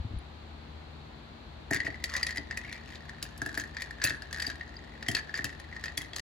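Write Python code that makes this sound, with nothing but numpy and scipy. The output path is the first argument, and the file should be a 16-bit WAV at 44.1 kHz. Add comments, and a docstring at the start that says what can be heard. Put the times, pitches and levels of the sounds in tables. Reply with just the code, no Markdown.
"""Iced coffee stirred in a glass bottle

A straw stirs ice cubes in a glass bottle on a wooden desk, close to a phone in a small quiet room.
Cubes strike and graze the glass: sums of decaying modes, short because the drink damps the wall, with noise for ice.
Harder pushes excite modes of the desk; low handling thuds come first, as decaying sines.
Noise-built echoes give the room and its shelves; wavering sines and coloured noise give an appliance hum and air."""
import sys
import numpy as np
from scipy import signal
from scipy.fft import rfft, irfft
from scipy.io import wavfile
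from scipy.ndimage import uniform_filter1d

SR = 44100
rng = np.random.default_rng(int(sys.argv[2]) if len(sys.argv) > 2 else 0)


def unload_wav(signal):
    """Save mono or channel-first audio to the path in sys.argv[1] as 16-bit WAV at rate SR, clipped to [-1, 1]."""
    wavfile.write(
        sys.argv[1],
        SR,
        np.round(np.clip(np.atleast_2d(signal).T, -1, 1) * 32767).astype(np.int16),
    )


N = 275492
T = np.arange(N) / SR  # time/s
AGE = np.arange(4096) / SR  # time since a contact/s
END_S, TOP_HZ = 6.2, 16000  # where the sound stops/s, upper band limit/Hz

# Appliance hum, before wavering: f/Hz, rms level/dB
HUM_TONES = [(57.8, -58), (76.0, -53.5), (152.0, -64), (227.0, -62.5), (302.0, -75), (699.0, -75)]
# Spectral density of room air and microphone hiss: f/Hz, relative level/dB per Hz
AIR_SPECTRUM = [(20, -40), (48, -2.5), (90, -1), (140, -2.5), (200, -8), (310, -7), (520, -14), (800, -12),
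                (1400, -17.5), (3000, -23), (4300, -20.5), (5300, -36.5), (11000, -44), (13000, -48),
                (16000, -62.5)]
AIR_DB = -50.5  # rms level/dB
# Soft handling bumps on the phone: t/s, f/Hz, relative level/dB
HANDLING_BUMPS = [(0.0, 68, -28), (0.046, 103, -28.5), (0.108, 100, -34), (0.137, 87.6, -30.5),
                  (0.164, 63, -27)]
# Cubes that hit the glass squarely: t/s, then relative wall ring level/dB, crack level/dB, tick level/dB
SQUARE_HITS = [(1.71, -21, -43, -29.5), (1.7245, -22, -41, -48), (1.7331, -19, -32.5, -30),
               (1.7448, -26, -37, -27), (1.7627, -20.5, -34, -51), (1.803, -18.5, -31, -48),
               (1.8674, -21, -42, -65), (2.0402, -25, -25.5, -25.5), (2.0977, -46, -36, -46),
               (2.138, -28, -31.5, -40), (2.153, -20, -49, -60), (2.165, -28, -25, -29.5),
               (2.178, -38, -36, -58), (2.2305, -20.5, -27, -29), (2.267, -25.5, -28, -30),
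               (2.2919, -26.5, -42, -40), (2.307, -27, -32.5, -42), (2.3596, -31.5, -41.5, -42),
               (2.3722, -24, -34.5, -34), (2.3797, -26, -33.5, -50), (2.5104, -23.5, -35.5, -54),
               (2.5738, -24.5, -33.5, -31), (2.7268, -33.5, -35, -42.5), (2.9551, -51, -38, -65),
               (3.094, -33.5, -41, -47.5), (3.2264, -43, -28.5, -26), (3.3775, -60, -59, -38.5),
               (3.4175, -23.5, -37, -34.5), (3.462, -25.5, -45, -33.5), (3.492, -29, -44, -46),
               (3.5504, -39, -37, -43), (3.5751, -22, -33, -34), (3.598, -27, -34, -34),
               (3.6382, -31.5, -44.5, -47), (3.7678, -27, -32, -59), (3.82, -25, -30, -33.5),
               (3.9086, -30.5, -42.5, -45), (4.0177, -24, -30, -60), (4.0397, -22, -20, -17),
               (4.05, -22, -25, -28), (4.0651, -22, -40, -33), (4.0728, -24, -34, -29),
               (4.096, -40, -30, -33.5), (4.1054, -21, -36, -48), (4.145, -30.5, -50, -64),
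               (4.221, -31, -38, -44), (4.328, -29, -33, -33), (4.3752, -32, -56, -49),
               (4.4012, -27, -29, -36), (4.4227, -26.5, -30.5, -30.5), (4.4465, -27, -41, -59),
               (4.4673, -40, -35, -34), (4.4779, -36, -40, -40), (4.6104, -27.5, -42.5, -63),
               (5.0263, -30, -35.5, -49), (5.0852, -19.5, -29, -21.5), (5.1148, -47, -35.5, -29.5),
               (5.1492, -22.5, -21, -30), (5.1669, -21, -29, -42), (5.1881, -26, -38, -58),
               (5.2939, -31.5, -46, -66), (5.341, -23, -35, -55), (5.375, -28, -35, -37),
               (5.391, -22, -45, -57), (5.4435, -24, -29.5, -23), (5.4524, -30, -30, -52),
               (5.5987, -37, -42.5, -43.5), (5.7267, -32, -50, -74), (5.765, -29.5, -43, -57),
               (5.8393, -24, -32, -41), (5.8569, -32, -34, -46), (5.8816, -30.5, -36.5, -59),
               (5.976, -26, -30, -19.5), (6.017, -44, -45, -34.5), (6.133, -37, -38, -55),
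               (6.162, -37, -28.5, -29.5)]
# Pitch of the bottle wall as the drink swirls: t/s, f/Hz
WALL_PITCH_CURVE = [(1.7, 1834), (2.25, 1943), (2.9, 1837), (3.45, 1707), (3.85, 1826), (4.06, 1744),
                    (4.45, 1798), (5.09, 1920), (5.2, 1792), (5.85, 1862), (6.2, 1836)]
# Lowest wall modes of the filled bottle: multiple of the wall pitch, t60/s, relative level/dB
WALL_MODES = [(.89, 0.0047, -29), (1.0, .017, 24), (1.13, .013, -4)]
# Upper modes of the glass: f/Hz, t60/s, relative level/dB
GLASS_MODES = [(2556, 0.021, -0.5), (3237, 0.023, -10), (3740, 0.026, -5.5), (4330, 0.012, 1),
               (4640, 0.045, -5.5), (4920, 0.023, -3.5), (5440, 0.0082, -19), (6476, 0.014, -2.5),
               (7070, 0.011, -8), (7420, 0.0092, -9), (9920, 0.016, 4.5), (10600, 0.008, -8.5),
               (11600, 0.027, -2.5), (13000, 0.007, 3.5), (15100, 0.017, -7)]
# Spectrum of the brittle snap of ice: f/Hz, relative level/dB
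SNAP_SPECTRUM = [(300, 1.5), (1000, -2), (2500, 2), (4500, 7), (7000, 1), (11000, 7.5), (13000, -22),
                 (16000, 0)]
# Corners that catch one mode of the glass and make it sing: t/s, f/Hz, level/dB
SINGING_PINGS = [(2.2301, 4760, -20), (2.3801, 4770, -36), (2.5735, 2470, -33), (4.055, 2620, -32),
                 (4.0725, 4040, -30), (4.4225, 4720, -30.5), (4.4663, 4730, -25.5), (4.767, 4800, -38.5),
                 (5.0848, 3180, -27), (5.1507, 4380, -23), (5.3527, 4770, -31.5), (5.9754, 3398, -28),
                 (6.018, 3300, -39.5), (6.1328, 3360, -38)]
# Pushes that knock the bottle on the desk: t/s, level/dB, brightness/dB per octave
DESK_PUSHES = [(1.71, -23.5, 3), (1.75, -33, -3), (1.846, -33, 1.5), (1.877, -32.5, 3.5), (2.381, -35, 2),
               (3.226, -40.5, -0.5), (3.418, -31, 1), (3.462, -34, 2.5), (3.574, -34.5, 3.5),
               (4.042, -29.5, -5), (4.105, -36, 0), (4.475, -34.5, 1.5), (5.086, -26, 0), (5.122, -35, -4),
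               (5.39, -34, 0.5), (5.441, -31, -1.5), (5.977, -35, -2)]
# Modes of the desk under the bottle: f/Hz, t60/s, relative level/dB
DESK_MODES = [(107.8, 0.063, -0.5), (149.4, 0.093, -3.5), (245, 0.032, -10), (271.7, 0.061, 0),
              (341, 0.017, -0.5), (425, 0.056, -12.5), (661, 0.028, -9.5), (895, 0.026, -15)]
# What the room gives back: f/Hz, level/dB
ROOM_RESPONSE = [(100, 2), (300, 9), (1000, 7), (1900, 4), (4500, -3), (8000, -5), (16000, -13.5)]
# Cubes and straw dragging along the glass: t/s, length/s, relative level/dB, centre of the rasp f/Hz
DRAGS = [(1.724, 0.047, -36.5, 1980), (1.846, 0.034, -44.5, 2210), (2.09, 0.13, -40.5, 1290),
         (2.14, 0.23, -48, 2620), (2.63, .15, -49, 2340), (2.85, .11, -51, 2500),
         (3.578, .038, -46.5, 1910), (4.02, 0.085, -35.5, 1950), (4.43, .06, -49, 1860),
         (5.152, 0.044, -41, 1960), (5.345, 0.043, -42.5, 1870), (5.835, 0.03, -46, 1850)]
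RASP_T60_S = 0.008
# Straw strokes that set the cubes jostling: t/s, length/s, relative wall level/dB, relative tick level/dB
STRAW_STROKES = [(1.729, 0.17, -35, -63.5), (2.077, .26, -38.5, -57), (2.512, 0.26, -41, -62),
                 (2.894, 0.031, -41.5, -54.5), (3.24, 0.03, -42.5, -52), (3.457, .16, -41, -48),
                 (3.752, 0.1, -40, -56), (4.002, .1, -35, -55), (4.319, .17, -34.5, -47),
                 (5.063, 0.093, -37.5, -56), (5.343, 0.17, -39, -58), (5.802, 0.062, -40.5, -54),
                 (5.971, 0.043, -35, -50), (6.167, .03, -39, -44)]
PICK_UP_DB_PER_S, SETTLE_DB_PER_S = 602, 188  # how fast the jostling rises and dies down
DRIFT_WALL_DB, DRIFT_TICK_DB = -48.5, -67  # floors: cubes drifting between strokes, relative levels/dB
# Blows that reach the dry neck: t/s, level/dB
HARD_BLOWS = [(2.573, -48), (3.228, -38), (3.4175, -49), (3.5756, -33), (4.041, -18), (5.0856, -50)]
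# Modes of the neck, which no liquid damps: f/Hz, t60/s, relative level/dB
NECK_MODES = [(9585, 0.087, 5), (13500, .035, -6), (15100, 0.092, -5)]
# A spell of wet little clicks among the cubes at the surface
PLIPS_START_S, PLIPS_LENGTH_S, PLIPS_HZ, PLIPS_DB = 2.635, 0.15, 2210, -40  # dB: before scatter and fade
# Phase by which the left port leads: f/Hz, phase/rad
PORT_PHASE = [(100, -0.5), (1700, 0.82), (2000, .5), (6600, 1.35), (9400, -3), (10500, -1), (16000, -2)]
# Left minus right: f/Hz, level/dB
PORT_BALANCE = [(100, 4), (400, 3.5), (1300, 1), (2400, 2.5), (4700, 4), (6500, 1.5), (9000, 0.5),
                (15000, -0.5)]
# Microphone response with a narrow treble dip; the end values hold beyond: f/Hz, level/dB
MIC_RESPONSE = [(7700, 1), (8500, -7.5), (9050, -15.5), (9500, -3.5)]


def undb(db):
    """Definition of level: amplitude ratio from decibels."""
    return 10 ** (np.asarray(db) / 20)


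def along(points, n):
    """Logarithmic frequency scale: (f/Hz, value) points interpolated on the bins of n samples."""
    hz, value = np.transpose(points)
    bins_hz = np.arange(n // 2 + 1) * SR / n
    return np.interp(np.log(bins_hz + 1), np.log(hz), value)  # + 1 keeps the zero bin finite


def colour(x, points):
    """Linear filtering: multiply the spectrum by a gain curve of (f/Hz, level/dB) points."""
    n = x.shape[-1]
    return irfft(rfft(x) * undb(along(points, n)), n)


def unit(x):
    """Normalisation of power: scale to rms 1."""
    return x / np.sqrt(np.mean(x ** 2))


def crest(x, db):
    """Short-time power: scale each row so that sqrt(2) times its largest 64-sample rms reaches db."""
    power = 2 * uniform_filter1d(x ** 2, size=64, axis=-1).max(axis=-1, keepdims=True)
    return x * undb(db)[..., None] / np.sqrt(power)


def ring(hz, t60, rise_s):
    """Damped oscillation: a struck mode swells over rise_s and decays exponentially; one row per pitch."""
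    envelope = np.exp(-np.log(1000) * AGE / t60) * (1 - np.exp(-AGE / rise_s))
    return np.sin(2 * np.pi * np.asarray(hz)[..., None] * AGE, dtype=np.float32) * envelope


def place(times, sounds):
    """Superposition: add each sound to the time line at its onset."""
    out = np.zeros(N + len(AGE))
    for s, sound in zip(times, sounds):
        i = int(max(s, 0) * SR)
        out[i:i + len(sound)] += sound
    return out[:N]


def background(waver=0.33, alike_hz=330):
    """Tones in diffuse noise: a wavering hum over steady air noise, whose bass is alike at both ports."""
    knots = np.linspace(0, T[-1], num=24)
    hum = 0
    for hz, db in HUM_TONES:
        wavering = 1 + waver * np.interp(T, knots, rng.standard_normal(len(knots)))
        tone = np.sin(2 * np.pi * (hz * T + rng.random()))
        hum = hum + np.sqrt(2) * undb(db) * wavering * tone
    mid, side = rng.standard_normal((2, N))
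    side = signal.sosfilt(signal.butter(2, alike_hz, "high", fs=SR, output="sos"), side)
    air = colour(np.array([mid + side, mid - side]), AIR_SPECTRUM)
    return hum + undb(AIR_DB) * unit(air)


def bumps(t60=0.066, rise_s=0.0091, overtone=2.24, overtone_db=-9, overtone_t60=0.031,
          tick_s=0.188, tick_hz=10500, tick_t60=0.006, tick_db=-47):
    """Damped low modes: each handling thud has a tone and an overtone; separately, a faint high tick sounds at
    0.19 s."""
    s, hz, db = np.transpose(HANDLING_BUMPS)
    fundamental = crest(ring(hz, t60, rise_s), db + 1.5)
    upper = crest(ring(hz * overtone, overtone_t60, rise_s), db + overtone_db)
    tick = crest(ring(tick_hz, tick_t60, tick_t60 / 2), tick_db)
    return place(s, fundamental + upper) + place([tick_s], [tick])


def wall_pitch(s, detune=0.019):
    """Liquid loading: wall pitch drifts as the drink swirls and differs a little from spot to spot."""
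    return np.interp(s, *np.transpose(WALL_PITCH_CURVE)) * (1 + detune * rng.standard_normal(len(s)))


def wall(hz, detune=0.019, scatter_db=3, rise_s=0.00094):
    """Damped modes under liquid loading: the bottle wall rings only briefly."""
    chance = rng.standard_normal((len(hz), len(WALL_MODES), 2))
    total = 0
    for k, (ratio, t60, db) in enumerate(WALL_MODES):
        gain = undb(db + scatter_db * chance[:, k, :1])
        total = total + gain * ring(hz * ratio * (1 + detune * chance[:, k, 1]), t60, rise_s)
    return total


def glass(count, scatter_db=6, detune_hz=110, rise_s=0.00044,
          snap_db=8, snap_s=0.0021, crumble_db=-16, crumble_s=0.013):
    """Modal excitation by position: each spot rings its own mix of modes, under a noise snap of crushed ice."""
    chance = rng.standard_normal((count, len(GLASS_MODES), 2))
    modes = 0
    for k, (hz, t60, db) in enumerate(GLASS_MODES):
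        gain = np.sign(chance[:, k, :1]) * undb(db + scatter_db * chance[:, k, 1:])
        modes = modes + gain * ring(hz + detune_hz * chance[:, k, 0], t60, rise_s)
    crush = colour(rng.standard_normal((count, len(AGE))), SNAP_SPECTRUM)
    decay = np.exp(-AGE / snap_s) + undb(crumble_db) * np.exp(-AGE / crumble_s)
    return modes + undb(snap_db) * crush * decay * (1 - np.exp(-AGE / rise_s))


def strikes(hz, wall_db, crack_db, tick_db, split_hz=6100):
    """Contact hardness: blunt, wet contacts mostly ring the wall; hard corners add a crack and a bright tick."""
    bright = glass(len(hz))
    crack = signal.sosfilt(signal.butter(4, split_hz, "low", fs=SR, output="sos"), bright)
    tick = signal.sosfilt(signal.butter(4, split_hz, "high", fs=SR, output="sos"), bright)
    return crest(wall(hz), wall_db) + crest(crack, crack_db) + crest(tick, tick_db)


def clinks(wall_db=-2.0, crack_db=-2.0, tick_db=-1, touch_db=-12, touch_s=0.0035,
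           bounce_db=-17, bounce_s=0.013, bounce_spread=0.25):
    """Repeated impact: a tumbling cube touches with one corner, lands on its face, then bounces once."""
    s, low, middle, high = np.transpose(SQUARE_HITS)
    hz = wall_pitch(s)
    face = strikes(hz, low + wall_db, middle + crack_db, high + tick_db)
    corner = strikes(hz, low + wall_db, middle + crack_db, high + tick_db)
    touch = s - touch_s * rng.random(len(s))
    bounce = s + bounce_s * np.exp(bounce_spread * rng.standard_normal(len(s)))
    return undb(touch_db) * place(touch, corner) + place(s, face) + undb(bounce_db) * place(bounce, corner)


def pings(t60=0.013, rise_s=0.0047, usual_hz=4700, spread=0.048, usual_db=-10):
    """Selective modal excitation: each clink pings faintly near usual_hz, and some corners make a mode sing."""
    s, _, crack, _ = np.transpose(SQUARE_HITS)
    usual = usual_hz * (1 + spread * rng.standard_normal(len(s)))
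    faint = crest(ring(usual, t60, rise_s), crack + usual_db)
    when, hz, db = np.transpose(SINGING_PINGS)
    return place(s, faint) + place(when, crest(ring(hz, t60, rise_s), db))


def desk(s, db, tilt_db, scatter_db=1.0, detune=0.046, rise_cycles=0.89, pivot_hz=280):
    """Structure-borne sound: a push excites the desk's modes, the lowest of which swell most slowly."""
    chance = rng.standard_normal((len(s), len(DESK_MODES), 2))
    wood = 0
    for k, (hz, t60, mode_db) in enumerate(DESK_MODES):
        tilt = tilt_db[:, None] * np.log2(hz / pivot_hz)
        gain = (-1) ** k * undb(mode_db + tilt + scatter_db * chance[:, k, :1])
        wood = wood + gain * ring(hz * (1 + detune * chance[:, k, 1]), t60, rise_cycles / hz)
    return place(s, crest(wood, db))


def knocks(rock_s=0.026, rock_db=-11, rock_tilt_db=-2, rock_spread=0.195):
    """Rocking impact: a push tips the bottle against the desk, and it rocks back more softly and dully."""
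    s, db, tilt_db = np.transpose(DESK_PUSHES)
    back = s + rock_s * np.exp(rock_spread * rng.standard_normal(len(s)))
    return desk(s, db, tilt_db) + desk(back, db + rock_db, tilt_db + rock_tilt_db)


def room(x, early_db=-10, early_s=0.0066, late_db=-12, t60=0.3, gap_s=0.0028):
    """Reverberation: sparse echoes off desk and shelves, then a short diffuse tail, different at each port."""
    t = T[:SR // 2]
    arrived = np.clip(t / gap_s - 1, 0, 1)
    early = rng.laplace(size=(2, len(t))) * np.exp(-t / early_s) * arrived  # spiky noise
    late = rng.standard_normal((2, len(t))) * np.exp(-np.log(1000) * t / t60) * arrived
    echo = undb(early_db) * early / np.linalg.norm(early, axis=1, keepdims=True)
    echo += undb(late_db) * late / np.linalg.norm(late, axis=1, keepdims=True)
    return colour(signal.fftconvolve(x[None], echo, axes=1)[:, :N], ROOM_RESPONSE)


def scrapes(count=12, scatter_db=1.5, wall_db=-5, crack_db=-4, tick_db=-11, spread=0.12):
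    """Stick-slip friction: a drag is a quick, uneven run of tiny contacts, each with a short, dull rasp."""
    start, length, db, hz = np.repeat(DRAGS, count, axis=0).T
    step = np.arange(len(start)) % count
    s = start + length * (step + rng.random(len(start))) / count
    size, pitch = rng.standard_normal((len(s), 2)).T
    db = db + scatter_db * size
    rasp = crest(ring(hz * np.exp(spread * pitch), RASP_T60_S, RASP_T60_S / 10), db)
    return place(s, rasp + strikes(wall_pitch(s), db + wall_db, db + crack_db, db + tick_db))


def jostle(s):
    """Build-up and decay: wall and tick levels at s, as strokes pick the cubes up and let them settle."""
    start, length, low, high = np.transpose(STRAW_STROKES)
    age = s[:, None] - start
    pick_up_db = PICK_UP_DB_PER_S * np.maximum(-age, 0)  # the rise leads up to the stroke
    settle_db = SETTLE_DB_PER_S * np.maximum(age - length, 0)
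    fade_db = pick_up_db + settle_db
    wall_level = np.maximum((low - fade_db).max(axis=1), DRIFT_WALL_DB)
    tick_level = np.maximum((high - fade_db).max(axis=1), DRIFT_TICK_DB)
    return wall_level, tick_level


def grazes(count=280, scatter_db=3.0, hardness_db=3.0, crack_db=-1.0, tick_db=-3):
    """Random contacts: one light touch per equal interval, of varying size and hardness, as the ice circles."""
    first = STRAW_STROKES[0][0]
    s = first + (np.arange(count) + rng.random(count)) / count * (END_S - first)
    size, hardness = rng.standard_normal((count, 2)).T
    low, high = jostle(s)
    low = low + scatter_db * size
    high = high + scatter_db * size + hardness_db * hardness
    return place(s, strikes(wall_pitch(s, detune=0.04), low, (low + high) / 2 + crack_db, high + tick_db))


def neck(rise_s=0.0012):
    """Undamped modes: hard blows also ring the dry neck with a few thin, high notes."""
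    s, db = np.transpose(HARD_BLOWS)
    notes = sum(undb(mode_db) * ring(hz, t60, rise_s) for hz, t60, mode_db in NECK_MODES)
    return place(s, crest(notes, db))


def plips(count=9, t60=0.019, rise_s=0.00032, spread=0.042, scatter_db=1.0, fade_db_per_s=25):
    """Brief resonance: short, wet notes with no crack, growing softer as the surface calms."""
    age = PLIPS_LENGTH_S * (np.arange(count) + rng.random(count)) / count
    size, pitch = rng.standard_normal((count, 2)).T
    notes = ring(PLIPS_HZ * np.exp(spread * pitch), t60, rise_s)
    return place(PLIPS_START_S + age, crest(notes, PLIPS_DB + scatter_db * size - fade_db_per_s * age))


def scene():
    """Interaural-style differences: the two ports hear the bottle out of phase, and all sound unequally loud."""
    bottle = clinks() + pings() + knocks() + scrapes() + grazes() + neck() + plips()
    right = irfft(rfft(bottle) * np.exp(-1j * along(PORT_PHASE, N)), N)
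    both = np.array([bottle, right]) + room(bottle) + background() + bumps()
    half_balance_db = np.array([[0.5], [-0.5]]) * along(PORT_BALANCE, N)
    return irfft(rfft(both) * undb(half_balance_db), N)


def record(dry):
    """Band limitation: the phone colours the treble and cuts the top; the sound stops just before the end."""
    stop = np.clip((END_S - T) * 200 + 1, 0, 1)  # 5 ms fade
    heard = colour(dry, MIC_RESPONSE) * stop
    return signal.sosfilt(signal.ellip(8, 0.2, 70, TOP_HZ, fs=SR, output="sos"), heard)


dry = scene()
out = record(dry)
unload_wav(out)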